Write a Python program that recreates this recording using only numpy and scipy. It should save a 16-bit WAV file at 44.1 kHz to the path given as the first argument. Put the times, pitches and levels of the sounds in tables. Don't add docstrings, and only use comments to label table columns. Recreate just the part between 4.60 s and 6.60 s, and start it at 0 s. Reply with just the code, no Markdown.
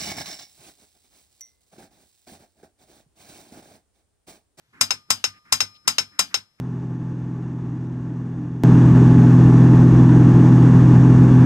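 import sys
import numpy as np
from scipy import signal
from scipy.fft import rfft, irfft
from scipy.io import wavfile
from scipy.ndimage import uniform_filter1d

SR = 44100
rng = np.random.default_rng(int(sys.argv[2]) if len(sys.argv) > 2 else 0)


def dump(signal):
    limited = np.clip(np.atleast_2d(signal).T, -1, 1)
    pcm = np.round(limited * 32767).astype(np.int16)
    wavfile.write(sys.argv[1], SR, pcm)


N = 88200
T = np.arange(N) / SR
HZ = np.maximum(np.arange(N // 2 + 1) * SR / N, 1)

# start and length in seconds, level in dB, centre in Hz,
# relative level of the low murmur in dB.
HAND_RUBS = [(0.126, 0.11, -54.5, 1520, -6.5), (0.485, 0.022, -56.5, 1200, 6),
             (0.725, .07, -58.5, 2000, -12), (0.842, 0.11, -57, 1580, -10.5),
             (1.14, 0.041, -55.5, 3400, -18.5), (1.245, 0.035, -57, 1500, 5), (1.51, 0.12, -59.5, 1605, -6),
             (1.698, 0.083, -52, 1600, -10), (1.976, 0.057, -61, 1700, -6.5)]
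# start in seconds, level in dB, brightness in dB per octave.
PULLS = [(0.2108, -1, 0.5), (0.5039, -1.5, 0), (0.924, -1, 0.5), (1.277, -1.5, 0), (1.5918, -2, -0.5)]
# as for a pull, then spring level in dB, spring tilt in dB per octave.
RETURNS = [(.3062, 0.5, -0.5, 3.5, -3.5), (0.6405, 1, 0, 7.5, -5.5), (1.0043, 2, 0, 3, 0),
           (1.3826, 3, 0, -2.5, 2), (1.7424, 0.5, 0, -5, 1)]
# start in seconds, level in dB.
KEY_RESTS = [(0.331, -6), (.67, -6.5), (1.019, -2), (1.398, -1.5), (1.765, -7.5)]

# level in dB, 60 dB decay time in seconds, left-right difference in dB.
TABLE_HZ = [58, 99, 146, 188, 243, 275]
TABLE_MODES = [(-62, 0.35, -2), (-39.5, 0.29, -0.5), (-46, 0.24, -0.5), (-47.5, 0.31, -3),
               (-41.5, 0.19, 2.5), (-41.5, .1, -2)]
PULL_HZ = [870, 1076, 2405, 3270, 3890, 4877, 5009, 5295, 5340, 5383, 6358, 6481, 7633, 8145]
PULL_MODES = [(-30.5, .09, 0), (-28.5, .11, -6), (-34, .16, 14), (-36.5, 0.18, 13.5), (-30, 0.14, 9.5),
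              (-23.5, 0.17, 7.5), (-23, 0.16, 10), (-18.5, .11, 10), (-22, .11, 7.5), (-21, 0.084, 6.5),
              (-24, 0.12, 16.5), (-27.5, 0.049, 10), (-30, .12, 0), (-27.5, .1, 6)]
RETURN_HZ = [450, 775, 2794, 3850, 4735, 5147, 5184, 5514, 6470, 6610, 8152]
RETURN_MODES = [(-43.5, 0.054, 2), (-34.5, 0.066, -9.5), (-30.5, .08, 8.5), (-39, .09, 12.5),
                (-32, 0.11, 6), (-18.5, 0.086, 13), (-19, 0.12, 8.5), (-29, 0.1, 13), (-24.5, 0.042, 19.5),
                (-23.5, 0.036, 10), (-30.5, 0.12, 6)]
SPRING_HZ = [1217, 2433, 4032, 5165, 5520]
SPRING_MODES = [(-56.5, .9, -4), (-59.5, 0.52, -8), (-64.5, 1, 8), (-52, 1.0, 10.5), (-50, .25, 7.5)]
# centre and width in Hz, lift in dB, left-right difference in dB.
FRAME_RESONANCES = [(446, 81, 3.5, 1), (770, 130, 4.5, -8), (1020, 150, 9, -8), (1368, 223, 7, -11),
                    (1597, 56, 2.5, 5), (2046, 130, 4.5, 2.5), (2740, 430, 5.5, 3), (3235, 66, 5, -4),
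                    (3690, 220, 5.5, -1.5), (3907, 190, 8.5, 3.5), (4320, 91, 6.5, -0.5), (6480, 350, 6, 4),
                    (8300, 330, 2, -1)]

# frequency in Hz, relative level in dB.
ROOM_TONE_COLOUR = [(25, -14), (60, -5.5), (120, 1.5), (250, -10), (600, -15.5), (1600, -13.5), (3500, -16),
                    (8000, -23), (14000, -28.5)]
PULL_COLOUR = [(60, -28), (200, -5), (350, -13), (650, -5.5), (1000, -5), (2200, 1), (4200, -1.5),
               (5300, 10.5), (5900, 1), (7800, 5), (8800, -2), (10000, -2), (11500, -7.5), (14000, -7.5)]
RETURN_COLOUR = [(60, -31), (230, -13.5), (430, -4), (700, -7), (1000, -5), (1600, -0.5), (2300, 3.5),
                 (2800, 2), (4800, 0.5), (6300, 1.5), (7200, -2), (8200, -7), (9200, -12), (14000, -13.5)]
REVERB_COLOUR = [(60, -10.5), (250, 4), (450, -11), (1000, -4), (1900, -4), (3500, -0.5), (6000, -4.5),
                 (9000, -14), (14000, -18)]
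# frequency in Hz, left-right difference in dB.
BALANCE = [(100, 2), (600, -1), (1400, -2), (3300, 2), (4800, 4), (6000, 6.5), (7300, 5.5), (9000, 6),
           (10000, 9), (14000, 2.5)]

LAG_S = np.array([[.00016], [0]])
ATTACK_S, CRACK_T60_S, ECHO_S, ECHO_DB = .0005, .018, .0093, -13
REVERB_BUILD_S, REVERB_T60_S = .019, .33
COMMON_SHARE = .76


def from_db(db):
    return 10 ** (np.asarray(db) / 20)


def spectrum_db(points):
    hz, db = np.transpose(points)
    return np.interp(np.log(HZ), np.log(hz), db)


def pan(db):
    return from_db(np.array([[.5], [-.5]]) * db)


def decay(t60_s, hold_s=0):
    return 1000. ** (-np.maximum(T - hold_s, 0) / t60_s)


def add(out, start_s, sound):
    start = int(np.clip(start_s * SR, 0, N - 1))
    out[:, start:] += sound[:, :N - start]


def noise(colour_db):
    mid, side = rfft(rng.standard_normal((2, N)))
    coherence = .75 / (1 + (HZ / 6000) ** 2)
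    pair = np.sqrt(1 + coherence) * mid + np.sqrt(1 - coherence) * side * [[1], [-1]]
    delay = np.exp(-2j * np.pi * HZ * LAG_S)
    x = irfft(pair * delay * pan(spectrum_db(BALANCE)) * from_db(colour_db), N)
    return x / np.sqrt(np.mean(x ** 2))


def room_tone(level_db=-65):
    return from_db(level_db) * noise(spectrum_db(ROOM_TONE_COLOUR))


def rubs(width_oct=.59, edge_s=.015, murmur_hz=230):
    def band(centre_hz):
        return noise(-20 * np.log10(1 + (np.log2(HZ / centre_hz) / width_oct) ** 4))

    out = np.zeros((2, N))
    for start_s, length_s, db, hz, murmur_db in HAND_RUBS:
        swell = np.clip(np.minimum(T, length_s - T) / edge_s, 0, 1)
        add(out, start_s, from_db(db) * swell * (band(hz) + from_db(murmur_db) * band(murmur_hz)))
    return out


def ring(pitches, modes, tilt_db=0, spread_db=1.5):
    out, t = 0, np.maximum(T - LAG_S, 0)
    for k, (hz, (db, t60_s, side_db)) in enumerate(zip(pitches, modes)):
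        gain = from_db(db + tilt_db * np.log2(hz / pitches[0]) + spread_db * rng.standard_normal())
        out += (-1) ** k * gain * pan(side_db) * np.sin(2 * np.pi * hz * t) * decay(t60_s)
    return out * np.minimum(T / ATTACK_S, 1)


def key(lead_s=.0034, tick_db=-36, swell_s=.005):
    out, swell = np.zeros((2, N)), np.minimum(T / swell_s, 1)
    for start_s, db, _ in PULLS:
        tick = from_db(tick_db) * noise(spectrum_db(RETURN_COLOUR)) * decay(t60_s=.02)
        thump = swell * ring(TABLE_HZ, TABLE_MODES)
        add(out, start_s - lead_s, from_db(db) * (tick + thump))
    for start_s, db in KEY_RESTS:
        add(out, start_s, from_db(db) * swell * ring(TABLE_HZ, TABLE_MODES, tilt_db=-2))
    return out


def ripple(depth_db=4, spacing_hz=55.44):
    knots = np.arange(0, SR / 2, spacing_hz)
    return depth_db * np.interp(HZ, knots, rng.standard_normal(N)[:len(knots)])


def frame_response(colour):
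    db, side_db = spectrum_db(colour), spectrum_db(BALANCE)
    for hz, width_hz, lift_db, lean_db in FRAME_RESONANCES:
        peak = .5 ** ((2 * (HZ - hz) / width_hz) ** 2)
        db += lift_db * peak
        side_db += lean_db * peak
    return from_db(db) * pan(side_db)


def recolour(burst, gain, smooth_hz=220):
    spectrum = rfft(burst)
    local_power = uniform_filter1d(np.abs(spectrum) ** 2, size=int(smooth_hz * N / SR), axis=-1)
    x = irfft(spectrum * gain / np.sqrt(local_power + 1e-12), N)
    return x * np.sqrt(np.sum(burst ** 2) / np.sum(x ** 2))


def lever(blows, pitches, modes, colour, crack_db, hold_s, clatter_db, t60_s, reverb_db):
    out, common = np.zeros((2, N)), noise(ripple())
    frame_gain = frame_response(colour)
    reverb_colour = spectrum_db(REVERB_COLOUR) + ripple()
    wall_echo = from_db(ECHO_DB) * (T > ECHO_S) * decay(CRACK_T60_S, ECHO_S)
    crack = from_db(crack_db) * (decay(CRACK_T60_S, hold_s) + wall_echo)
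    envelope = np.minimum(T / ATTACK_S, 1) * np.hypot(crack, from_db(clatter_db) * decay(t60_s))
    tail = from_db(reverb_db) * np.minimum(T / REVERB_BUILD_S, 1) * decay(REVERB_T60_S)
    for start_s, db, bright_db, *_ in blows:
        burst = envelope * (np.sqrt(COMMON_SHARE) * common + np.sqrt(1 - COMMON_SHARE) * noise(0))
        clatter = recolour(burst, frame_gain * from_db(bright_db * np.log2(HZ)))
        add(out, start_s, from_db(db) * (clatter + ring(pitches, modes) + tail * noise(reverb_colour)))
    return out


def spring():
    out = np.zeros((2, N))
    for start_s, _, _, db, tilt_db in RETURNS:
        next_pull_s = min((s for s, *_ in PULLS if s > start_s), default=N / SR)
        damping = decay(t60_s=.1, hold_s=next_pull_s - start_s)
        add(out, start_s, from_db(db) * ring(SPRING_HZ, SPRING_MODES, tilt_db) * damping)
    return out


def scene():
    pulls = lever(PULLS, PULL_HZ, PULL_MODES, PULL_COLOUR,
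                  crack_db=-9, hold_s=.0034, clatter_db=-12.5, t60_s=.11, reverb_db=-32)
    returns = lever(RETURNS, RETURN_HZ, RETURN_MODES, RETURN_COLOUR,
                    crack_db=-17, hold_s=.0033, clatter_db=-21.5, t60_s=.12, reverb_db=-44.5)
    return pulls + returns + spring() + key() + rubs() + room_tone()


def record(dry, gate_db=-56, knee_db=6, depth_db=5.5, window_s=.023, overload=1.5, cutoff_hz=14400):
    power = uniform_filter1d(np.mean(dry ** 2, axis=0), size=int(window_s * SR))
    level_db = 10 * np.log10(np.abs(power) + 1e-12)
    gated = dry * from_db(-depth_db * np.clip((gate_db - level_db) / knee_db, 0, 1))
    low_pass = signal.ellip(10, .2, 80, cutoff_hz, fs=SR, output="sos")
    return signal.sosfilt(low_pass, np.clip(gated, -overload, overload))


dry = scene()
out = record(dry)
dump(out)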